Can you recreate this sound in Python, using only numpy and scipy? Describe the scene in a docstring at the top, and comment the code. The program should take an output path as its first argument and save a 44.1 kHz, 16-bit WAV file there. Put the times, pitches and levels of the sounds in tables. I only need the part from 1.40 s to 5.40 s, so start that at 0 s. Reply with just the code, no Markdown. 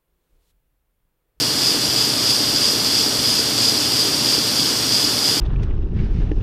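"""Suction air hisses through a narrow resonance near 5 kHz, swelling once a sheet, with a few sharp spits.
It is the delivery window of a sheet-fed offset press in a factory hall, at about three sheets a second.
Gears and gripper chains rumble and knock alike on every turn; an air pump whines and the motor hums."""
import sys
import numpy as np
from scipy import signal
from scipy.fft import rfft, irfft, next_fast_len
from scipy.io import wavfile
from scipy.ndimage import map_coordinates

SR = 44100
rng = np.random.default_rng(int(sys.argv[2]) if len(sys.argv) > 2 else 0)


def file_out(sig):
    """Save sig as 16-bit WAV at sys.argv[1]."""
    # one column per channel
    cols = np.atleast_2d(sig).T
    # limit, then scale
    lim = np.clip(cols, -1, 1)
    pcm = np.round(lim * 32767).astype(np.int16)
    wavfile.write(sys.argv[1], SR, pcm)


N = 176400
TURN_S = .3294


def suction_air():
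    """Nozzles leak all the time; a valve opens for each sheet and the jet flutters and spits."""
    # valve openings: start_s, length_s, level_db
    puffs = [(-.08, 0.096, -20), (0.22, 0.1, -19), (0.562, 0.099, -19.5), (0.836, 0.13, -20.5),
             (1.205, 0.11, -18.5), (1.526, 0.12, -19.5), (1.86, .14, -19.8), (2.186, 0.095, -17.5),
             (2.53, 0.15, -20.5), (2.852, 0.11, -19), (3.172, 0.16, -21), (3.505, 0.14, -19.5),
             (3.833, 0.12, -19)]
    # brief spits: centre_s, length_s, level_db
    spits = [(0.457, .02, -20.5), (0.905, 0.013, -14), (1.093, .016, -19.5), (1.166, .03, -20.5),
             (1.46, 0.05, -23), (1.57, 0.0053, -22.5), (2.29, 0.0033, -16), (2.298, 0.0076, -18),
             (2.423, 0.072, -21), (2.963, 0.0076, -22), (3.2, 0.016, -21), (3.628, 0.0031, -19)]
    # spectra of puff, leak and bright spray: freq_hz, relative_db
    puff_spectrum = [(1500, -37.5), (2600, -23), (3450, -14), (3850, -22), (4400, -15), (4700, -4),
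                     (4940, -0.5), (5250, -10), (5600, -20.5), (6200, -19), (8300, -24), (11000, -29),
                     (14500, -34)]
    leak_spectrum = [(1500, -40), (2500, -20), (3050, -15.5), (3300, -11), (3620, -11.5), (3800, -16.5),
                     (4400, -8), (4720, -4), (4940, -2), (5250, -12.5), (5650, -9.5), (6100, -22.5),
                     (8000, -32)]
    spray_spectrum = [(2000, -16), (5000, 10.5), (6800, 5.5), (8400, 7), (9400, 2.5), (10500, 2),
                      (11500, -2.5), (12500, -3), (13600, 2), (14500, -6.5)]
    attack_s, release_s = .045, .06
    leak_db, spray_db, flutter_db = -22, -26.5, 1.1
    t = np.arange(N) / SR
    puff, leak, spray = noise(puff_spectrum), noise(leak_spectrum), noise(spray_spectrum)
    power = np.zeros(N)
    for start_s, length_s, level_db in puffs:
        opening = (1 + np.tanh(2 * (t - start_s) / attack_s)) / 2
        closing = (1 - np.tanh(2 * (t - start_s - length_s) / release_s)) / 2
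        power += amp(level_db) ** 2 * opening * closing
    for centre_s, length_s, level_db in spits:
        power += amp(level_db) ** 2 * np.exp(-(2 * (t - centre_s) / length_s) ** 2)
    drift = wobble(rate_hz=24)
    jet = np.sqrt(power) * puff + amp(leak_db + .3 * drift) * leak
    flutter = amp(flutter_db * wobble(rate_hz=300))
    return jet * flutter + amp(spray_db + .25 * drift) * spray


def gears():
    """The same teeth and chain links meet on every turn, so part of the roar repeats."""
    # gear roar: freq_hz, relative_db
    roar_spectrum = [(20, -34), (50, -25.5), (65, -11), (85, -8.5), (115, -2.5), (165, -6), (195, -5),
                     (220, -1.5), (295, 0.5), (370, -5.5), (415, -3), (490, -8), (700, -10), (1300, -11),
                     (2000, -14), (3000, -18.5), (6000, -26)]
    # repeating part of the roar: freq_hz, power_share
    repeats = [(60, .3), (150, .32), (280, .62), (600, .33), (1300, .17), (3000, .05)]
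    roar_db = -27
    turn_samples = round(TURN_S * SR)
    one_turn = irfft(np.exp(2j * np.pi * rng.random(turn_samples // 2 + 1)), turn_samples)
    share = lambda hz: np.clip(log_interp(repeats, hz), 0, 1)
    repeating = filtered(unit_rms(np.resize(one_turn, N)), lambda hz: np.sqrt(share(hz)))
    loose = filtered(rng.standard_normal(N), lambda hz: np.sqrt(1 - share(hz)))
    return amp(roar_db) * coloured(repeating + loose, roar_spectrum)


def grippers():
    """Grippers and cams knock dully on the frame at fixed points of each turn."""
    # knocks within a turn: start_s, pitch_hz, level_db
    knocks = [(0.015, 306, -21.5), (.012, 485, -25.5), (0.106, 253, -24), (0.132, 307, -37),
              (0.136, 125, -32), (0.202, 350, -29), (0.242, 132, -26)]
    rise_s, t60_s, scatter_db = .002, .05, 1.2
    t = np.arange(N) / SR
    out = np.zeros(N)
    for start_s, pitch_hz, level_db in knocks:
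        age_s = (t - start_s) % TURN_S
        ring = np.sin(2 * np.pi * pitch_hz * age_s) * (1 - np.exp(-age_s / rise_s))
        out += ring * amp(level_db + scatter_db * wobble(rate_hz=3.06) - 60 * age_s / t60_s)
    return out


def air_pump():
    """Overtones of the pump's vanes, slightly unsteady in pitch and level."""
    # whine: harmonic, level_db
    overtones = [(2, -46), (3, -48), (4, -51), (15, -54), (16, -55), (18, -51), (20, -48.5), (27, -51),
                 (28, -47), (29, -48), (30, -45), (32, -44), (34, -38), (37, -46.5), (39, -44), (41, -53)]
    fundamental_hz, waver_db = 146.9, 2.2
    pitch_hz = fundamental_hz * (1 + .0008 * wobble(rate_hz=8))
    phase = 2 * np.pi * np.cumsum(pitch_hz) / SR
    out = np.zeros(N)
    for harmonic, level_db in overtones:
        peak = np.sqrt(2) * amp(level_db + waver_db * wobble(rate_hz=7.2))
        out += peak * np.sin(harmonic * phase + 2 * np.pi * rng.random())
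    return out


def motor():
    """The drive hums in low, wavering tones."""
    # hum: pitch_hz, level_db
    tones = [(60.5, -54), (118.3, -43.5), (144.5, -45), (592, -51.5)]
    waver_db, wander_rad = 2.2, .5
    t = np.arange(N) / SR
    out = np.zeros(N)
    for pitch_hz, level_db in tones:
        peak = np.sqrt(2) * amp(level_db + waver_db * wobble(rate_hz=3.8))
        phase = 2 * np.pi * (pitch_hz * t + rng.random())
        out += peak * np.sin(phase + wander_rad * wobble(rate_hz=2.9))
    return out


def reflected(x, t60_s, echo_db):
    """x plus its diffuse reflections, at about the same power."""
    tail = rng.standard_normal(SR) * amp(-60 * np.arange(SR) / SR / t60_s)
    echo = signal.fftconvolve(x, tail / np.linalg.norm(tail))[:N]
    return (x + amp(echo_db) * echo) / np.sqrt(1 + amp(echo_db) ** 2)


def amp(db):
    """Decibels to gain."""
    return 10 ** (np.asarray(db) / 20)


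def unit_rms(x):
    """x at rms 1."""
    return x / np.sqrt(np.mean(x ** 2) + 1e-20)


def log_interp(points, hz):
    """(freq_hz, value) points read on a log frequency axis."""
    freq_hz, values = np.transpose(points)
    return np.interp(np.log(hz + 1), np.log(freq_hz + 1), values)


def wobble(rate_hz):
    """Smooth random curve, rate_hz knots a second."""
    knots = rng.standard_normal(int(N * rate_hz / SR) + 4)
    return map_coordinates(knots, [np.arange(N) * rate_hz / SR])


def filtered(x, response):
    """x through a zero-phase filter of gain response(hz)."""
    size = next_fast_len(N + SR // 2)
    return irfft(rfft(x, size) * response(np.fft.rfftfreq(size, 1 / SR)), size)[:N]


def coloured(x, spectrum):
    """x shaped by a spectrum, at rms 1."""
    return unit_rms(filtered(x, lambda hz: amp(log_interp(spectrum, hz))))


def noise(spectrum):
    """Fresh noise with the given spectrum, at rms 1."""
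    return coloured(rng.standard_normal(N), spectrum)


def scene():
    """The hiss bounces inside the steel housing; hiss and knocks echo in the hall."""
    housed_hiss = reflected(suction_air(), t60_s=.16, echo_db=-11)
    hiss_and_knocks = reflected(housed_hiss + grippers(), t60_s=.4, echo_db=-14)
    return (gears() + air_pump() + motor() + hiss_and_knocks)[None]


def record(dry):
    """Brick-wall low-pass."""
    cutoff_hz = 14500
    return filtered(dry[0], lambda hz: hz < cutoff_hz)[None]


dry = scene()
out = record(dry)
file_out(out)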